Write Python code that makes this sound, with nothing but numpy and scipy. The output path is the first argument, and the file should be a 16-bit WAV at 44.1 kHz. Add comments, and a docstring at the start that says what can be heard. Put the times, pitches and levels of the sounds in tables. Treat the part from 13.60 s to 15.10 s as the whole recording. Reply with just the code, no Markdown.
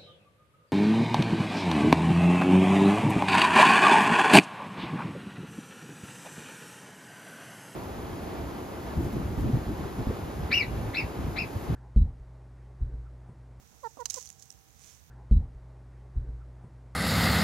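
"""A hen on a lawn

A hen walks up and gives three soft, falling clucks, harmonic tones shaped by her throat's resonances.
Dry leaves and a twig snap and crackle under her feet and beak; her feathers brush the grass as she bends.
Behind her is a low outdoor rumble. The right microphone port rings in the treble; the left is muffled."""
import sys
import numpy as np
from scipy import signal
from scipy.fft import rfft, irfft, next_fast_len
from scipy.io import wavfile
from scipy.ndimage import map_coordinates

SR = 44100
rng = np.random.default_rng(int(sys.argv[2]) if len(sys.argv) > 2 else 0)


def pcm_store(signal):
    """Save signal as 16-bit PCM."""
    levels = np.round(np.clip(np.atleast_2d(signal), -1, 1) * 32767)
    wavfile.write(sys.argv[1], SR, levels.astype(np.int16).T)


N = 66150
T = np.arange(N) / SR

# Responses of the two microphone ports. Each row: frequency in Hz, gain in dB.
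LEFT_PORT_GAIN = [(50, -14.5), (500, -28), (900, -18), (1400, -17.5), (2500, -11), (3200, -8), (4100, -8.5),
                  (5500, -12), (7600, -11.5), (9500, -15), (13000, -11.5)]
RIGHT_PORT_GAIN = [(50, 3), (3000, 1), (4800, 3.5), (5500, 9), (6000, 13), (6500, 12.5), (7200, 7),
                   (8500, -0.5), (10000, -3.5), (15000, -8)]
# Spectra of outdoor air, scuffed soil, leaf litter, sliding feathers and a tearing leaf.
# Each row: frequency in Hz, gain in dB.
AIR_SPECTRUM = [(25, -33), (38, -26.5), (50, -7.5), (64, 3), (80, -0.5), (100, -6), (128, -5), (170, -10.5),
                (250, -16.5), (400, -22.5), (850, -21.5), (1300, -24.5), (2500, -28), (5000, -32),
                (9000, -35), (16000, -51)]
SOIL_SPECTRUM = [(60, -3), (240, -0.5), (400, -5.5), (700, -5), (1300, -9.5), (2500, -23.5), (6000, -37)]
LITTER_SPECTRUM = [(200, -23), (1200, -8), (2400, -5.5), (3800, -3.5), (6000, 1.5), (8000, 4),
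                   (11000, -2.5), (16000, 0)]
FEATHER_SPECTRUM = [(200, 2.5), (1000, -1.5), (2500, 2), (4000, 0.5), (6300, 1), (9000, 5.5), (16000, -2.5)]
LEAF_SPECTRUM = [(200, -17), (700, -21.5), (1500, -15), (2500, -8), (3600, -4), (6500, 1.5), (9000, 4.5),
                 (12000, 1.5), (16000, -11)]
# Far tones. Each row: frequency in Hz, peak time in seconds, level in dB,
# seconds to fade by 6 dB (of either sign).
FAR_TONES = [(774.6, 0.789, -68.5, 0.555), (457.4, 0.03, -71.5, 1.23), (127, .7, -69, -5)]
# Steps on soft ground. Each row: peak time in seconds, level in dB, seconds to fall to 1/e.
FOOTFALLS = [(0.026, -61.5, 0.0328), (0.146, -61.5, 0.0514)]
# Pressure on the litter. Each row: peak time in seconds, level in dB, seconds to rise 20 dB,
# seconds to fall 20 dB.
LITTER_SWELLS = [(0.269, -57.5, 0.35, 0.392), (0.407, -45.5, 0.01, 0.01), (0.521, -48.5, 0.077, 0.151),
                 (0.565, -39.5, 0.061, 0.1438), (.81, -57, 0.0584, 0.163), (0.921, -62.5, 0.042, 0.0534)]
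# Leaves and stalks breaking. Each row: start in seconds, level in dB, tear length in seconds,
# body in dB, resonance in Hz.
FRACTURES = [(0.456, -22.5, 0.00229, 11.5, 6238), (0.4992, -24, 0.00292, -5.5, 6433),
             (0.5045, -28.5, 0.00385, 2, 3850), (0.5412, -24, 0.00201, -1.5, 7156),
             (0.5646, -42.5, 0.00041, 7.5, 6300), (0.587, -38.5, 0.00061, -7.5, 7140),
             (0.609, -34, 0.00081, -4.5, 6120), (0.6263, -36, 0.00092, -1, 6260),
             (0.6566, -38.5, 0.00147, 6.5, 5530), (0.663, -39, 0.00138, 3.5, 5920),
             (0.6725, -40, 0.0021, -12.5, 6070), (0.69, -35, 0.00054, 0, 6280),
             (0.702, -30, 0.00027, 2.5, 5770), (0.72, -45, .0006, -2.5, 6970),
             (0.7272, -40, 0.00058, -0.5, 6780), (0.796, -48, 0.0028, -2.5, 7360),
             (0.823, -42, 0.00328, -2, 4925), (0.856, -46, 0.0009, 0.5, 5600),
             (0.9032, -32.5, 0.000906, 0.5, 5570), (0.9152, -43.5, 0.00045, 10.5, 5840),
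             (0.9246, -47, 0.00082, 4.5, 5350), (1.105, -54.5, 0.00092, -1.5, 6100),
             (1.1282, -53.5, 0.00085, 8, 7020)]
# Colour that a thick stalk adds. Each row: frequency in Hz, multiplier of a fracture's body in dB.
BODY_WEIGHTS = [(200, 1.3774), (1500, 2.0264), (3000, 1.7838), (4500, -0.5), (6500, 1), (11000, 0.8746)]
# Modes of the twig. Each row: frequency in Hz, level in dB, seconds to decay by 60 dB.
TWIG_MODES = [(296, -52.5, 0.037), (902, -46.5, 0.071), (1544, -37, 0.0183), (2186, -51, 0.0116),
              (2820, -32, .013), (4113, -34, 0.0317), (4920, -31.5, 0.032)]
# Throat pulses ahead of a cluck. Each row: start in seconds, level of the first pulse in dB.
CREAK_ONSETS = [(0.3717, -12.5), (0.5502, -20)]
# Filters for the voice's pulses, harmonics and breath noise. Each row: frequency in Hz, gain in dB.
CREAK_SPECTRUM = [(80, -15), (230, 4.5), (450, -1), (700, 6.5), (1000, -1), (1300, 1.5), (1700, -49.5),
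                  (4000, -45)]
THROAT_FORMANTS = [(450, -2), (600, 2.5), (900, 9.5), (1100, 8.5), (1200, -16), (1400, -3), (1600, -15.5),
                   (1850, -10), (2020, -13), (2200, -29.5), (3200, -30.5)]
RASP_SPECTRUM = [(1000, -19.5), (3000, -7.5), (4400, 2), (5600, -13.5), (9000, -18.5), (16000, -39.5)]
# The clucks. Each row: start, length and attack in seconds, first and resting pitch in Hz, glide time
# in seconds, source level in dB, offset of harmonic 2 in dB, offset of harmonics 3-5 and rasp in dB.
CLUCK_NOTES = [(.227, 0.05687, 0.0268, 590, 448.7, 0.01477, -38.5, -2, -1),
               (0.384, 0.05262, 0.0229, 570, 471.3, 0.01608, -38.5, -6, -7.5),
               (0.562, 0.0324, 0.0232, 545, 438.6, 0.02667, -37.5, -10, -5)]

FRACTURE_RISE_S = 0.000626


def amp(db):
    """Amplitude ratio of a level in decibels."""
    return 10 ** (np.asarray(db) / 20)


def unit_rms(x):
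    """Normalisation to unit mean power."""
    return x / np.sqrt(np.mean(x ** 2) + 1e-20)


def ramp(u):
    """A raised-cosine step from 0 to 1."""
    return np.sin(np.pi / 2 * np.clip(u, 0, 1)) ** 2


def curve_at(points, hz):
    """Interpolation of (Hz, value) points on a logarithmic frequency axis."""
    freqs, values = np.transpose(points)
    return np.interp(np.log(hz + 1), np.log(freqs + 1), values)


def wobble(knots_per_s):
    """Smooth random modulation: a spline through Gaussian values."""
    return map_coordinates(rng.standard_normal(int(N * knots_per_s / SR) + 4), [T * knots_per_s])


def colour(x, points, scale=1, size=1024):
    """Minimum-phase filtering by (Hz, dB) points, their decibels multiplied by scale."""
    gain = amp(scale * curve_at(points, np.fft.rfftfreq(size, 1 / SR)))
    cepstrum = irfft(np.log(gain))
    cepstrum[1:size // 2] *= 2  # folding the cepstrum makes the filter causal
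    cepstrum[size // 2 + 1:] = 0
    response = irfft(np.exp(rfft(cepstrum)))
    return signal.fftconvolve(np.atleast_2d(x), response[None], axes=1)[:, :x.shape[-1]]


def ports(x):
    """Each port filters the sound: the left attenuates it, the right resonates near 6 kHz."""
    x = np.atleast_2d(x)
    return np.vstack([colour(x[0], LEFT_PORT_GAIN), colour(x[-1], RIGHT_PORT_GAIN)])


def unit_at_ports(x):
    """Port filtering, normalised to unit power on the right."""
    y = ports(x)
    return y / np.std(y[1])


def noise_pair(angle=1, size=N):
    """Partial coherence: two white noises whose correlation is cos(angle)."""
    shared, independent = rng.standard_normal((2, size))
    return np.array([np.cos(angle) * shared + np.sin(angle) * independent, shared])


def grains(per_s, spread_db=6.5):
    """Shot noise: tiny fractures at random moments, with log-normal sizes."""
    sizes = amp(spread_db * np.clip(rng.standard_normal(N), -2, 2))
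    occurs = rng.random(N) < per_s / SR
    return unit_rms(occurs * sizes * noise_pair())


def garden(waver_hz=2.154):
    """Ambient noise, strongest in the bass, with faint far tones wavering in frequency."""
    air = unit_at_ports(colour(noise_pair(angle=1.81), AIR_SPECTRUM, size=8192))
    tones = np.zeros(N)
    for hz, peak, db, fade in FAR_TONES:
        phase = 2 * np.pi * np.cumsum(hz + waver_hz * wobble(25.28)) / SR
        tones += amp(db) * 2 ** -(((T - peak) / fade) ** 2) * np.sin(phase)
    return amp(-56.5) * air + ports(tones)


def steps():
    """Soft contact: feet on soil give short, dull swells of noise."""
    weight = sum(amp(db) * np.exp(-((T - peak) / width) ** 2) for peak, db, width in FOOTFALLS)
    return weight * unit_at_ports(colour(noise_pair(), SOIL_SPECTRUM))


def rustle():
    """Crackling noise follows the pressure on the litter; stray grass blades tick throughout."""
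    pressure = sum(amp(db - 20 * np.maximum((peak - T) / rise, (T - peak) / fall))
                   for peak, db, rise, fall in LITTER_SWELLS)
    crackle = unit_at_ports(colour(grains(per_s=2000) + amp(1) * noise_pair(), LITTER_SPECTRUM))
    ticks = unit_at_ports(colour(grains(per_s=160), LITTER_SPECTRUM))
    return pressure * crackle + amp(-72) * ticks


def feather_brush(peak_s=1.2792, width_s=0.0721):
    """Sliding friction of feathers on grass gives one soft swell of grainy noise."""
    swell = 1 / (1 + ((T - peak_s) / width_s) ** 4) ** 0.78
    friction = noise_pair() + amp(-1.5) * grains(per_s=1800)
    return amp(-51.5) * swell * unit_at_ports(colour(friction, FEATHER_SPECTRUM))


def snaps(size=2048, tear_t60_s=0.0046, ring_db=9.5, ring_edge_ratio=1.0722):
    """Brittle fracture: a brief tear and a shiver excite the leaf's resonance; thick stalks add body."""
    out, t = np.zeros((2, N + size)), T[:size]
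    for start, db, length, body_db, ring_hz in FRACTURES:
        after = np.maximum(t - length, 0)
        shiver_t60_s = 8.26 * length
        shiver = amp(7 - 60 * after / shiver_t60_s)
        envelope = ramp(t / FRACTURE_RISE_S) * (amp(-60 * after / tear_t60_s) + shiver)
        tear = colour(envelope * noise_pair(size=size), LEAF_SPECTRUM)
        resonance = [(ring_hz / ring_edge_ratio, 0), (ring_hz, ring_db), (ring_hz * ring_edge_ratio, 0)]
        crack = ports(colour(colour(tear, BODY_WEIGHTS, scale=body_db), resonance))
        crack *= np.linalg.norm(envelope / envelope.max()) / np.linalg.norm(crack[1])
        first = round(start * SR)
        out[:, first:first + size] += amp(db) * crack
    return out[:, :N]


def twig(rattle_cycles=0.141):
    """The first fracture excites a twig's damped modes; rubbing of the split wood scatters their phase."""
    t = np.maximum(T - FRACTURES[0][0], 0)
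    ring = np.zeros(N)
    for hz, db, t60 in TWIG_MODES:
        cycles = hz * t + rng.random() + rattle_cycles * wobble(700)
        ring += amp(db - 60 * t / t60) * np.sin(2 * np.pi * cycles)
    return ports(ramp(t / FRACTURE_RISE_S) * ring)


def creaks(first_gap_s=0.0042, gap_ratio=0.82, fade_db=3):
    """Pulse excitation: the throat opens with four quickening, weakening impulses."""
    pulses = np.zeros(N)
    for time, db in CREAK_ONSETS:
        for k in range(4):
            pulses[round(time * SR)] += amp(db - fade_db * k)
            time += first_gap_s * gap_ratio ** k
    return colour(pulses, CREAK_SPECTRUM)[0]


def clucks(release_s=0.01276, jitter=0.0076, overtone_growth=0.66):
    """Source and filter: falling harmonics pass the throat's formants; overtones grow with effort."""
    out = np.zeros(N)
    for start, length, attack, first_hz, rest_hz, glide, db, second_db, upper_db in CLUCK_NOTES:
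        t = np.maximum(T - start, 0)
        hz = rest_hz + (first_hz - rest_hz) * np.exp(-(t / glide) ** 1.65)
        phase = 2 * np.pi * np.cumsum(hz * (1 + jitter * wobble(305.84))) / SR
        effort = np.sqrt(ramp(t / attack)) * ramp((length - t) / release_s)
        for k, offset_db in enumerate([0, second_db, upper_db, upper_db, upper_db], 1):
            level_db = db + curve_at(THROAT_FORMANTS, k * hz) + offset_db
            out += amp(level_db) * effort ** (1 + overtone_growth * (k - 1)) * np.sin(k * phase)
        rasp = unit_rms(colour(rng.standard_normal(N), RASP_SPECTRUM)[0])
        out += amp(upper_db - 68) * effort ** 2 * (1 + np.cos(phase)) * rasp  # one puff a cycle
    return out


def hen(echo_t60_s=0.207, echo_cutoff_hz=1800):
    """Direct sound and reverberation: her voice and its faint, dull return from the garden."""
    voice = clucks() + creaks()
    t = T[:SR // 4]
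    lowpass = signal.butter(2, echo_cutoff_hz, fs=SR)
    tail = signal.lfilter(*lowpass, rng.standard_normal((2, len(t)))) * amp(-60 * t / echo_t60_s)
    tail *= np.sqrt(2 * echo_cutoff_hz / SR) / np.linalg.norm(tail[1])  # about unit passband gain
    echo = signal.fftconvolve(voice[None], tail, axes=1)[:, :N]
    return ports(voice + amp(-24) * echo)


def scene():
    """Superposition of the hen, the leaves and the garden at the two ports."""
    return hen() + steps() + snaps() + twig() + rustle() + feather_brush() + garden()


def record(dry, whine_hz=13500, band_limit_hz=16000):
    """Self-noise and band limiting: the electronics add hiss and a thin whine, then cut the top treble."""
    hiss = amp(-65.5) * rng.standard_normal((2, N))
    whine = amp(-76.5) * np.sin(2 * np.pi * whine_hz * T)
    size = next_fast_len(N + SR // 2)
    passband = np.fft.rfftfreq(size, 1 / SR) < band_limit_hz
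    return irfft(rfft(dry + hiss + whine, size) * passband, size)[:, :N]


dry = scene()
out = record(dry)
pcm_store(out)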